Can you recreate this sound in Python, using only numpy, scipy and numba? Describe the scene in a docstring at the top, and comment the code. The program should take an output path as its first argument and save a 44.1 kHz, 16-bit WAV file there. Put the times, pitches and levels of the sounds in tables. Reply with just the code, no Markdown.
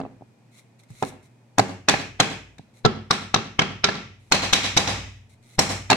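"""Plywood knocked on a workshop bench

A hand knocks a small plywood piece on its edge against a plywood sheet on a bench, close to a phone.
Each blow pushes the sheet, chatters, and rings the modes of wood and bench; decaying noise and slow
standing waves make the workshop echo, and a weaker, thinner return comes from the far wall.
Fingers and sawdust rustle as grains of noise over room air and a faint machine hum made of wavering
sines. The phone's gain control and limiter hold down the hardest blows."""
import sys
import numpy as np
from scipy import signal
from scipy.fft import rfft, irfft
from scipy.io import wavfile
from scipy.ndimage import uniform_filter1d, minimum_filter1d
from numba import njit

SR = 44100
rng = np.random.default_rng(int(sys.argv[2]) if len(sys.argv) > 2 else 0)


def rack_gain(trim_db):
    """Turn a fader trim in dB into the linear factor to multiply a signal by."""
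    fader = np.asarray(trim_db, float)
    return 10 ** (fader / 20)


def unload_audio(sound):
    """Save the sound as a 16-bit wav file, at the path given as the first command line argument."""
    columns = np.transpose(np.atleast_2d(sound))
    # keep every value between -1 and 1, then stretch to whole-number steps
    steps = np.round(np.clip(columns, -1, 1) * 32767)
    wavfile.write(sys.argv[1], SR, steps.astype(np.int16))


N = 263227  # samples
LEAD_S = 0.012  # room before each contact

# Knocks of the piece on the sheet, from soft to hard, close to the phone. Each row: time in seconds,
# force in dB, body around 700 Hz in dB, edge over 6 kHz in dB, echo in dB; all dB are relative.
BLOWS = [(1.025, -22.5, 2, -4.5, -8.5), (1.5827, -8.5, -2.5, -4.5, -5.5), (1.8853, -0.5, -14.5, -11, -0.5),
         (2.1999, -0.5, -13, -10.5, -2), (2.8497, -8, -4.5, -19.5, -10.5), (3.108, -4.5, -15, -11.5, -1),
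         (3.3426, -0.5, -14.5, -18.5, -7), (3.5917, -2, -11, -19.5, -4.5), (3.8419, 6, -16, -17.5, -3),
         (4.321, 7, -16, -12, -0.5), (4.5324, 9.5, -19.5, -12, 1), (4.7725, 12, -14, -9, 2),
         (5.5908, 2, -11.5, -3.5, -1), (5.901, -3, -8, -10, -3)]
# Same spot: lighter contacts after the blows, mostly the far corner landing late or the piece bouncing; # a few
# are soft knocks about 0.1 s after a blow. Each row: time in seconds, force in dB, # body in dB, edge in dB.
REBOUNDS = [(1.0330, -22.5, -4.5, -46), (1.5937, -8, -6.5, -8.5), (1.8923, -3, -17, -10.5),
            (1.9393, -14.5, -4.5, -34.5), (2.2064, -5, -9.5, -10.5), (2.8579, -8.5, -2.5, -23),
            (3.131, -24.5, -8, -12), (3.3608, -16.5, -1, -24), (3.3890, -31.5, 4.5, -30.5),
            (3.6180, -7, -13, -26.5), (3.847, 0.5, -16.5, -30), (3.8696, -22, -12.5, -29.5),
            (3.8877, -7.5, -3, -26), (3.9505, -13, -21.5, -33), (4.3462, -9.5, -7.5, -8),
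            (4.5858, -15.5, -2, -25.5), (4.8234, -17.5, -7.5, -26), (4.875, -2, -14, -14.5),
            (5.9098, -7, -14, -7.5), (5.9165, -10.5, -8.5, -14), (5.9282, -8, -8, -12)]
# Same spot: light taps while the piece is lifted and shifted, or one end touches just before a blow.
# Each row: time in seconds, force in dB, thud under 300 Hz in dB, body in dB, edge in dB.
TAPS = [(0.001, -38, 0, 8, -5), (0.0126, -36.5, -4.5, 3.5, -50), (0.0348, -47, 3, 8.5, -46),
        (0.0508, -49.5, -9, 12.5, -55), (0.062, -52, -13, 6, -42), (0.2096, -66, 6, 8, -40),
        (0.2208, -67, 5, 13, -37), (0.9033, -50.5, 6, -16, 8), (2.5825, -36.5, -15.5, -30, -6),
        (2.5938, -62.5, 14, 7.5, -14.5), (4.3153, -22, -20.5, -12.5, -8.5),
        (4.5273, -12.5, -8.5, -17.5, -6), (4.7657, -8, -9.5, -15.5, -8.5), (5.5842, -20, -3.5, -15, -22)]


def contacts():
    """Every contact as (s, force, thud, body, edge, echo dB); a duller contact brings more thud."""
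    rebound_echo_db, tap_echo_db = -8.5, -6.5

    def thud(body_db):
        return body_db - 9.5

    rows = [(*tap, tap_echo_db) for tap in TAPS]
    rows += [(s, force, thud(body), body, edge, rebound_echo_db) for s, force, body, edge in REBOUNDS]
    rows += [(s, force, thud(body), body, edge, echo) for s, force, body, edge, echo in BLOWS]
    return rows


# Modes of piece, sheet and bench, heard from close by. Each row: centre frequency in Hz, relative level
# in dB with the corner down, with the face down, with the long edge down, decay t60 in seconds.
WOOD_MODES = [(57.7, 16, 8, -2, 0.65), (99.5, 2, 5, 5, 0.8), (116, 8.5, 7, 9.5, 0.15),
              (160, -10, 2, -9.5, 0.031), (220.1, 3.5, 5, -1.5, 0.35), (274, 3, 0, 0, 0.11),
              (418.8, 4.5, 6.5, -12.5, 0.065), (623, 0, -37, -4.5, 0.083), (776, 5.5, 3, 3, 0.012),
              (1180, -8.5, -3.5, -9.5, 0.011), (1374, -14.5, 8, -22.5, 0.055),
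              (1660, 3, -1.5, -20.5, 0.024), (2123, -1, -1.5, -7, 0.0082), (2602, 3.5, -3, -3.5, 0.027),
              (3700, -2, 5, -10, 0.009), (4104, 1.5, -10.5, 4, 0.017), (5530, -3, -0.5, 1, 0.0084),
              (5600, -11, -2, -9, 0.0037), (6990, 0, 1.5, -0.5, 0.0022)]
# Bench shake at the lowest bass under the phone. Each entry: relative dB for corner, face, long edge.
SHAKE_DB = [3.5, 9.5, 20.5]


def blow(grip, force_db, thud_db, body_db, edge_db, size=32768):
    """One contact: a short push and a rough chatter ring the wood; gives left, right and the walls' share."""
    from_contact = np.arange(size) / SR - LEAD_S
    t = np.clip(from_contact, 0, None)
    f = np.fft.rfftfreq(size, 1 / SR)

    # a faint burst of noise swells and fades around the moment of contact
    burst = uniform_filter1d(pair(size), 6) * np.exp(-np.abs(from_contact) / 0.0023) * rack_gain(-7.0)

    # a light touch is a longer, cleaner push
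    push_s = 0.00045 * rack_gain(-0.12 * force_db)
    push = -np.sin(np.pi * np.clip(t / push_s, 0, 1)) ** 2 * rack_gain(6.5 - 0.12 * force_db)

    # the uneven edge chatters for a few milliseconds, longer after a hard blow
    chatter_s = 0.0075 * rack_gain(0.07 * force_db)
    chatter = pair(size) * (1 - np.exp(-t / 0.00076)) * np.exp(-(t / chatter_s) ** 2.8) * rack_gain(7.0)

    # each mode's pitch and share vary at random from contact to contact
    hz, *mode_db, t60 = np.array(WOOD_MODES).T[:, :, None]
    chance = rng.standard_normal((3, len(WOOD_MODES), 1))
    hz = hz * (1 + 0.019 * chance[0] * np.clip(hz / 1200, 1, 3))
    rate = np.log(1000) / t60
    ring = rate / (rate + 2j * np.pi * (f - hz)) * rack_gain(mode_db[grip] + 4.5 * chance[1])
    # phase turns, wider in the treble, set the right channel apart
    turn = np.exp(1j * np.clip(hz / 900, 0.8, 3) * chance[2])
    wood = np.array([ring.sum(axis=0), (ring * turn).sum(axis=0)]) + rack_gain(-7.5)

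    # hard blows also shake the bench more
    tilt_hz = [30, 150, 500, 1300, 2500, 4500, 8500, 16000]
    tilt_db = [thud_db + SHAKE_DB[grip] + 0.4 * force_db, thud_db + 22.0, body_db + 8.5, body_db / 2 + 8,
               0, min(edge_db + 22, 0) * 0.3, edge_db - 1, edge_db - 19.5]
    tilt = causal(np.interp(np.log(f + 1), np.log(tilt_hz), tilt_db))
    thin_chatter = rfft(chatter) * f / (f + 200)  # little bass
    near = irfft((rfft(burst + push) + thin_chatter) * wood * tilt, size)

    # the walls hear the piece from all sides: broader modes, without the fine colour of the chatter
    broad = rate * np.clip(hz / 60, 1, 1.9)
    blurred = 0.76 * broad / (broad + 2j * np.pi * (f - hz)) * rack_gain(mode_db[grip] + 2.5 * chance[1])
    blurred = blurred.sum(axis=0) + rack_gain(-4.5)
    walls = irfft(blurred * tilt * np.exp(-2j * np.pi * f * LEAD_S), size) * rack_gain(21)

    fade = np.cos(np.linspace(0, np.pi / 2, size))
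    return np.vstack([near, walls]) * fade * rack_gain(-4.5)


# The hand turns the piece from corner to face to long edge and back to the corner.
# Each entry: time of a turn in seconds.
REGRIP_S = [2.7, 4.1, 5.8]
# Return from the far wall to the phone. Each entry: relative dB for corner, face, long edge.
FAR_WALL_DB = [-28.5, -31, -22.5]


def knocks():
    """All contacts at their moments, and once more, weaker, thinner and wetter, from the far wall."""
    far_wall_s, far_wall_echo_db = 0.099, 15.5  # the return mostly swells the echo
    pan_db = -1.3  # left minus right
    lead, late = int(LEAD_S * SR), int(far_wall_s * SR)
    direct, back = np.zeros((2, 3, N + lead + late + 32768))
    for s, force_db, thud_db, body_db, edge_db, echo_db in contacts():
        grip = np.searchsorted(REGRIP_S, s) % len(SHAKE_DB)
        one = blow(grip, force_db, thud_db, body_db, edge_db)
        one = one * rack_gain(force_db + np.array([[pan_db / 2], [-pan_db / 2], [echo_db]]))
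        returned = one * rack_gain(FAR_WALL_DB[grip] + np.array([[0], [0], [far_wall_echo_db]]))
        i = int(s * SR)
        direct[:, i:i + one.shape[1]] += one
        back[:, i + late:i + late + one.shape[1]] += returned
    # the return carries little bass
    back = signal.sosfilt(signal.butter(2, 250, "high", fs=SR, output="sos"), back)
    return (direct + back)[:, lead:lead + N]


# Strokes of fingers and sawdust on the wood, close to the phone. Each row: start in seconds,
# length in seconds, relative level at the end in dB, swell over the stroke in dB.
STROKES = [(0.517, 0.077, -53, 14), (0.794, 0.014, -61, -2), (0.832, 0.0043, -53.5, 24),
           (0.89, 0.2, -44.5, 19), (1.228, 0.034, -63.5, -1), (2.74, 0.051, -60, 7),
           (4.195, 0.11, -66, 3.5), (5.296, 0.042, -60, 1), (5.428, 0.125, -55.5, 8.5)]
# Colour of the rustle at the microphones. Each row: frequency in Hz, relative density in dB per Hz.
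RUSTLE_COLOUR = [(710, -57.5), (1200, -8.5), (1770, -16), (2130, 3), (2320, -4), (2920, -14.5),
                 (4040, -2.5), (4910, -16), (5590, -8), (9510, -9), (16000, -30)]


def rustle():
    """Rubbing skin and trickling sawdust: dense noise grains of random strength, gated by strokes."""
    set_in_db_s, fade_db_s = 2503.5, 597.5
    flick_db = 5  # extra fade within one stroke length: short flicks stop sooner
    t = np.arange(N) / SR
    strength = rack_gain(1.8 * rng.exponential(size=N // 40 + 1)).repeat(40)[:N]
    grains = pair(N) * strength
    gain = 0
    for start, length, db, swell_db in STROKES:
        length = max(length, 0.002)
        since = t - start
        swell = swell_db * np.clip(1 - since / length, 0, 1)
        set_in = set_in_db_s * np.clip(since, None, 0)
        fade = (fade_db_s + flick_db / length) * np.clip(since - length, 0, None)
        gain = gain + rack_gain(db - swell + set_in - fade)
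    return level(colour(grains, RUSTLE_COLOUR), 0.67) * gain


# Diffuse workshop echo around the phone. Each row: band centre in Hz, relative level in dB,
# decay t60 in seconds.
ROOM = [(93, -21.5, 0.81), (184.1, -8.5, 0.44), (361.5, -8.5, 0.36), (733, -15, 0.35), (1380, -16, 0.36),
        (2350, -16.5, 0.45), (3540, -18, 0.32), (6220, -20.5, 0.4), (11000, -17.5, 0.29),
        (14700, -38.5, 0.73)]
# Slow standing waves of the workshop. Each row: frequency in Hz, relative level in dB,
# decay t60 in seconds, build-up in seconds.
STANDING = [(58.95, -27, 0.53, 0.2), (96.03, -33, 0.65, 0.27)]


def workshop(x, gap_s=0.0098):
    """Diffuse echo: noise in each band dying at its own rate after a short gap, and standing waves."""
    t = np.arange(SR) / SR
    echo = 0
    for hz, db, t60 in ROOM:
        band_filter = signal.butter(3, [hz / 1.322, hz * 1.4], "band", fs=SR, output="sos")
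        echo = echo + signal.sosfilt(band_filter, pair(SR)) * rack_gain(db - 60 * t / t60)
    echo = echo * (1 - np.exp(-(t / gap_s) ** 2))
    for hz, db, t60, build_s in STANDING:
        build_up = 1 - np.exp(-(t / build_s) ** 2)
        echo = echo + np.sin(2 * np.pi * hz * t) * rack_gain(db - 60 * t / t60) * build_up
    return signal.fftconvolve(echo, x[None], axes=1)[:, :N]


# Room air at the microphones. Each row: frequency in Hz, relative density in dB per Hz.
AIR = [(15, -54.5), (40, -45), (70, -27), (120, 1.5), (170, -5.5), (220, -4), (300, -10), (500, -13),
       (900, -16), (1200, -23), (2300, -23.5), (3000, -29), (8000, -33.5), (16000, -50)]
# Faint machine tones in the workshop. Each row: frequency in Hz, rms level in dB, wavering width in Hz.
HUM = [(119.3, -59.5, 2.1), (235, -70, 4.3), (2470, -80.5, 60)]


def background():
    """Room air as coloured noise, with machine tones whose pitch wavers at random."""
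    out = level(colour(pair(N), AIR), -59)
    t = np.arange(N) / SR
    for hz, db, width_hz in HUM:
        drift = uniform_filter1d(rng.standard_normal(N), int(SR / 30))
        wander = np.cumsum(level(drift, 0) * width_hz) / SR  # cycles
        out = out + level(np.sin(2 * np.pi * (hz * t + wander)), db)
    return out


def pair(size):
    """Two microphones' noise, alike in the bass and unrelated in the treble."""
    mid, side = rfft(rng.standard_normal((2, size)))
    f = np.fft.rfftfreq(size, 1 / SR)
    alike = 0.93 / (1 + (f / 642) ** 2)  # likeness halves by 642 Hz
    both = mid * np.sqrt(1 + alike)
    apart = np.array([[1], [-1]]) * side * np.sqrt(1 - alike)
    return irfft(both + apart, size) / np.sqrt(2)


def colour(x, points):
    """Shape noise by (Hz, dB) points."""
    hz, db = np.transpose(points)
    f = np.fft.rfftfreq(x.shape[-1], 1 / SR) + 1
    return irfft(rfft(x) * rack_gain(np.interp(np.log(f), np.log(hz), db)), x.shape[-1])


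def level(x, db):
    """Scale to an rms level."""
    return x * rack_gain(db) / np.sqrt(np.mean(x ** 2))


def causal(db):
    """Minimum-phase response with the given gain per bin, by folding the cepstrum."""
    cep = irfft(np.log(rack_gain(db)))
    cep[1:len(cep) // 2] *= 2
    cep[len(cep) // 2 + 1:] = 0
    return np.exp(rfft(cep))


def scene():
    """Knocks and rustle near the phone, their echo and the background."""
    hits, fingers = knocks(), rustle()
    to_walls = hits[2] + rack_gain(-13.5) * fingers[0]
    return hits[:2] + fingers + rack_gain(-10.5) * workshop(to_walls) + background()


@njit
def limiter_gain(peak, top, release):
    """Gain that drops at once to keep the peak at the top and recovers slowly."""
    gain, e = np.empty(len(peak)), top
    for i in range(len(peak)):
        e = max(peak[i], top + (e - top) * release)
        gain[i] = top / e
    return gain


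def band_limit(x):
    """A steep low-pass at the top of the band."""
    return signal.sosfilt(signal.butter(12, 16460, fs=SR, output="sos"), x)


def record(dry):
    """Gain control ducks everything some milliseconds after a loud blow, a look-ahead limiter holds peaks."""
    slow = limiter_gain(np.abs(dry).max(axis=0), 1.0, np.exp(-1 / (0.15 * SR))) ** 1.03
    lag = np.exp(-1 / (0.0054 * SR))
    ducking = signal.lfilter([1 - lag], [1, -lag], 1 - slow)
    ducked = dry * (1 - ducking)
    peak_ahead = -minimum_filter1d(-np.abs(ducked).max(axis=0), 89)  # highest peak within about 1 ms
    gain = limiter_gain(peak_ahead, 0.96, np.exp(-1 / (0.002 * SR)))
    mix = ducked * uniform_filter1d(gain, 45)
    return band_limit(mix)


dry = scene()
out = record(dry)
unload_audio(out)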